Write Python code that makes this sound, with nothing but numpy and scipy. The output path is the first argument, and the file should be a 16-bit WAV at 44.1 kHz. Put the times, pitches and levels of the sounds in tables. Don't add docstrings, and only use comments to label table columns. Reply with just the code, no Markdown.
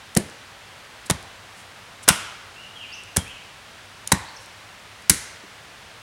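import sys
import numpy as np
from scipy import signal
from scipy.fft import rfft, irfft, next_fast_len
from scipy.io import wavfile

SR = 44100
rng = np.random.default_rng(int(sys.argv[2]) if len(sys.argv) > 2 else 0)


def store_pcm(level_fs):
    pcm = np.round(np.clip(level_fs, -1, 1) * 32767).astype(np.int16)
    wavfile.write(sys.argv[1], SR, np.atleast_2d(pcm).T)


N = 265466
T = np.arange(N) / SR
LEAD_S = 0.01


def from_db(db):
    return 10 ** (np.asarray(db) / 20)


def rms_one(x):
    return x / np.sqrt(np.mean(x ** 2) + 1e-20)


def at_hz(points, hz, axis=1):
    points = np.array(points)
    log_hz = np.log(np.maximum(hz, 1))
    return np.interp(log_hz, np.log(points[:, 0]), points[:, axis])


def colour(x, spectrum, tilt_db=0):
    padded = next_fast_len(len(x))
    hz = np.fft.rfftfreq(padded, 1 / SR)
    tilt = tilt_db * np.log2(np.maximum(hz, 250))
    gain = rms_one(from_db(at_hz(spectrum, hz) + tilt))
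    return irfft(rfft(x, padded) * gain, padded)[:len(x)]


def noise(spectrum, size):
    return rms_one(colour(rng.standard_normal(size), spectrum))


def add(track, s, sound):
    start = int(s * SR)
    track[start:start + len(sound)] += sound[:N - start]


def burst(t, length, rise, fall):
    settling = np.exp(-np.maximum(t - length, 0) / fall)
    return (1 - np.exp(-t / rise)) * settling


def fracture(shape, count=2):
    force = rng.standard_normal(len(shape)) * shape
    for _ in range(count):
        flattened = irfft(np.exp(1j * np.angle(rfft(force))), len(shape))
        force = flattened * np.sqrt(shape)
    return force * np.linalg.norm(shape) / np.linalg.norm(force)


def resonate(x, hz, width):
    r = np.exp(-np.pi * width / SR)
    zeros = np.array([1, 0, -1]) * (1 - r * r) / 2
    poles = [1, -2 * r * np.cos(2 * np.pi * hz / SR), r * r]
    return signal.lfilter(zeros, poles, x)


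def ringing(modes, shape):
    force = fracture(shape)
    ring = 0
    for k, (hz, width, db) in enumerate(modes):
        ring = ring + (-1) ** k * from_db(db) * resonate(force, hz, width)
    return ring * np.linalg.norm(shape) / np.linalg.norm(ring)


# frequency in Hz, relative density in dB per Hz.
AIR_SPECTRUM = [(20, -8.5), (40, -3), (66, -4), (82, -6.5), (99, 3), (125, -8), (195, -9), (320, -13),
                (600, -8.5), (1600, -7.5), (3200, -11), (7000, -21), (9800, -24), (12500, -32.5),
                (16000, -35)]
AIR_DB = -44.5


def air():
    return from_db(AIR_DB) * noise(AIR_SPECTRUM, N)


# start in seconds, level in dB.
TICKS = [(0.15, -24.5), (0.2983, -41), (1.227, -39), (3.0356, -39), (3.2790, -40), (4.074, -21),
         (4.46, -41), (5.0223, -41.5)]
# middle in seconds, level in dB, half length in seconds.
BRUSHES = [(1.065, -40, 0.0045), (1.59, -53.5, .035), (2.037, -41, 0.0066), (4.42, -55, 0.022)]
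# frequency in Hz, relative density in dB per Hz.
SMALL_WOOD = [(300, -47.5), (1500, -23), (2600, -8), (5000, -4.5), (7500, 1.5), (10500, 0), (13000, -16.5),
              (16000, -21)]
TICK_S, TICK_DB, TICK_DB_PER_DOUBLING = 0.00092, -41, 16


def handling():
    out, t = np.zeros(N), T[:SR // 20]
    for s, db in TICKS:
        length = TICK_S * 2 ** ((db - TICK_DB) / TICK_DB_PER_DOUBLING)
        slip = burst(t, length, rise=0.00031, fall=0.00085)
        add(out, s, from_db(db) * noise(SMALL_WOOD, len(t)) * slip)
    strokes = sum(from_db(db) * np.exp(-((T - s) / half) ** 2 / 2) for s, db, half in BRUSHES)
    return out + strokes * noise(SMALL_WOOD, N)


def linger(power, onset, t60):
    rise = np.exp(-1 / (onset * SR))
    fall = from_db(-60 / (t60 * SR)) ** 2
    return signal.lfilter([(1 - rise) * (1 - fall)], [1, -rise - fall, rise * fall], power)


# frequency in Hz, near scatter in dB, far tail in dB, far t60 in seconds.
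FOREST = [(60, -19, -12.5, 0.47), (159, -14, -25, 0.51), (405, -11.5, -14.5, 0.65), (974, -7.5, -12.5, 1),
          (2217, -7.5, -12, 1.0), (5180, -13.5, -18.5, 0.79), (9880, -16, -24, 0.45), (15200, -28, -28, .3)]
NEAR_T60_S, NEAR_ONSET_S, FAR_ONSET_S = 0.13, 0.00102, 0.011


def forest(x, lumpy_db):
    edges = np.geomspace(640, 17000, 37) - 600
    white = rng.standard_normal((2, N))
    knots = T[::SR // 400]
    lump_db = lumpy_db * np.interp(T, knots, rng.standard_normal(len(knots)))
    lumps = rms_one(from_db(lump_db))
    out = 0
    for k, (low, high) in enumerate(zip(edges, edges[1:])):
        band = signal.butter(2, [low, high], "band", fs=SR, output="sos")
        hz = np.sqrt(low * high)
        power = signal.sosfilt(band, x + 1e-9 * white[0]) ** 2
        near_gain, far_gain = from_db(at_hz(FOREST, hz, axis=1)), from_db(at_hz(FOREST, hz, axis=2))
        near = near_gain ** 2 * linger(power, NEAR_ONSET_S, NEAR_T60_S) * lumps ** 2
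        far = far_gain ** 2 * linger(power, FAR_ONSET_S, at_hz(FOREST, hz, axis=3))
        carrier = rms_one(signal.sosfilt(band, white[k % 2]))
        out = out + np.sqrt(np.abs(near + far)) * carrier
    return out


# start in seconds, crunch level in dB, length in seconds,
# brightness in dB per octave, knock pitch in Hz, knock level in dB.
LANDINGS = [(0.1645, -18.5, 0.0052, -0.9, 490, -19), (1.0981, -13.5, 0.0042, 0, 884, -21.5),
            (2.078, -14, 0.0051, -0.25, 1494, -20), (3.1622, -22, 0.0066, 1.2, 440, -25),
            (4.1179, -10, 0.0049, 1, 966, -14.5), (5.0953, -10, 0.0022, 1.8, 2140, -15.5)]
# frequency in Hz, relative density in dB per Hz.
CRUNCH = [(40, -9), (120, -0.5), (300, 2), (600, 1), (1100, -2.5), (1900, -4), (3000, -9.5), (4200, -8.5),
          (7000, -4.5), (10200, -7), (13000, -21.5), (16000, -28)]
# multiple of the knock pitch, width in Hz, relative level in dB.
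KNOCK = [(1, 111, 1), (2, 180, -5.5), (4, 204, -4)]
LANDING_SEND_DB = 1


def landings():
    out, t = np.zeros(N), np.maximum(T[:SR // 10] - LEAD_S, 0)
    for s, db, length, tilt_db, knock_hz, knock_db in LANDINGS:
        shape = burst(t, length, rise=0.00063, fall=0.0043)
        crunch = from_db(db) * colour(fracture(shape), CRUNCH, tilt_db)
        modes = [(knock_hz * multiple, width, level) for multiple, width, level in KNOCK]
        knock = from_db(knock_db) * ringing(modes, shape)
        add(out, s - LEAD_S, crunch + knock)
    return np.array([out, out * from_db(LANDING_SEND_DB)])


# start in seconds,
# stump level in dB, pitch ratio, hardness in dB per octave, ground level in dB.
THUDS = [(0.1686, -6.5, 1.07, 2.5, -29), (1.1102, -13, 0.86, -7, -40), (2.1040, -14, 0.95, -3.5, -19),
         (3.176, -15.5, 0.9, -2, -12), (4.1301, -11, 0.983, -8, -15), (5.1044, -14.5, 0.93, 4.5, -13),
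         (5.437, -38.5, 1.93, -4, -54.5)]
# frequency in Hz, relative level in dB, t60 in seconds.
STUMP = [(118, -5.5, 0.048), (164, 6.5, 0.037), (193.6, -12, 0.15), (260.3, -12, 0.073), (333, -12, 0.093),
         (496, -28.5, .16)]
GROUND_HZ, GROUND_T60_S = 84.2, 0.07
THUD_RISE_S = 0.0021


def thuds():
    out, t = np.zeros(N), T[:SR // 3]
    main_hz = STUMP[1][0]
    for s, db, pitch, hardness_db, ground_db in THUDS:
        modes = [(GROUND_HZ, ground_db, GROUND_T60_S)]
        for hz, level, t60 in STUMP:
            contact_db = hardness_db * np.log2(hz / main_hz)
            modes.append((hz * pitch, db + level + contact_db, t60))
        swing = sum(from_db(level - 60 * t / t60) * np.sin(2 * np.pi * hz * t) for hz, level, t60 in modes)
        soft_start = 1 - np.exp(-(t / THUD_RISE_S) ** 2)
        add(out, s, -swing * soft_start)
    return out


# start in seconds, tearing level in dB, length in seconds,
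# log ring level in dB, log pitch ratio.
SPLITS = [(0.1712, -10, 0.002, -19.5, 2.9), (1.109, -7, 0.00056, -19.5, 1.04),
          (2.0865, 0, 0.0037, -5, 0.97), (3.168, -9.5, 0.0025, -23.5, 1.04),
          (4.1234, -4.5, 0.00096, -24.5, 1.34), (5.096, 1, 0.0037, -12, 1.42)]
# frequency in Hz, relative density in dB per Hz.
TEARING = [(300, -22), (700, -16), (1500, -20.5), (3000, -21), (4800, -3), (7200, -0.5), (10200, 4.5),
           (12700, -11), (16000, -17)]
# frequency in Hz, width in Hz, relative level in dB.
LOG = [(1010, 490, -5), (1475, 170, 2), (2110, 130, -0.5), (2920, 510, 1), (3740, 1900, -4.5),
       (5690, 540, -6.5)]
SPLIT_S, SPLIT_SEND_DB, SEND_DB_PER_DOUBLING = 0.0024, 2, 1.9


def splits():
    out, t = np.zeros((2, N)), np.maximum(T[:SR // 10] - LEAD_S, 0)
    for s, db, length, ring_db, pitch in SPLITS:
        tear_shape = burst(t, length, rise=0.00032, fall=0.5 * length)
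        tear = from_db(db) * colour(fracture(tear_shape), TEARING)
        modes = [(hz * pitch, width, level) for hz, width, level in LOG]
        ring = from_db(ring_db) * ringing(modes, burst(t, length, rise=0.00023, fall=0.0028))
        crack = tear + ring
        send_db = SPLIT_SEND_DB + SEND_DB_PER_DOUBLING * np.log2(length / SPLIT_S)
        add(out[0], s - LEAD_S, crack)
        add(out[1], s - LEAD_S, crack * from_db(send_db))
    return out


# start in seconds, length in seconds,
# start pitch in Hz, end pitch in Hz, level in dB.
NOTES = [(2.555, 0.077, 2650, 3023, -44.5), (2.749, 0.12, 3385, 2300, -42), (2.879, 0.078, 2970, 2595, -43),
         (2.919, .038, 4500, 6560, -40), (3.176, 0.027, 3120, 3310, -40), (3.25, 0.07, 2220, 3210, -43),
         (4.255, 0.045, 3700, 4720, -46), (4.363, 0.013, 6400, 4850, -39)]
WARBLE_DEPTH, WARBLE_HZ = 0.016, 75.5
BIRD_HZ, BIRD_ECHO_DB, ECHO_DB_PER_OCTAVE = 2800, 7, -8.5
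BIRD_ECHO_T60_S = 1


def birds():
    out, t = np.zeros(N), T[:SR]
    for s, length, start_hz, end_hz, db in NOTES:
        u = np.linspace(0, 1, int(length * SR))
        warble = 1 + WARBLE_DEPTH * np.sin(2 * np.pi * (WARBLE_HZ * length * u + rng.random()))
        hz = (start_hz + (end_hz - start_hz) * u) * warble
        swell = np.sqrt(4 * u * (1 - u))
        note = from_db(db) * swell * np.sin(2 * np.pi * np.cumsum(hz) / SR)
        trunks = rng.standard_normal(len(t)) * from_db(-60 * t / BIRD_ECHO_T60_S)
        echo = signal.fftconvolve(note, trunks)
        echo *= np.linalg.norm(note) / np.linalg.norm(echo)
        echo_db = BIRD_ECHO_DB + ECHO_DB_PER_OCTAVE * np.log2(hz.mean() / BIRD_HZ)
        add(out, s, note)
        add(out, s, from_db(echo_db) * echo)
    return out


def scene():
    direct, sent = handling() + landings() + thuds() + splits()
    return (air() + direct + forest(sent, lumpy_db=2.0) + birds())[None]


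LOW_CUT_HZ, CUTOFF_HZ = 63.4, 16100


def record(dry):
    low_cut = signal.butter(2, LOW_CUT_HZ, "high", fs=SR, output="sos")
    top_cut = signal.ellip(10, 0.1, 80, CUTOFF_HZ, fs=SR, output="sos")
    clipped = np.clip(signal.sosfilt(low_cut, dry), -1, 1)
    return signal.sosfilt(top_cut, clipped)


dry = scene()
out = record(dry)
store_pcm(out)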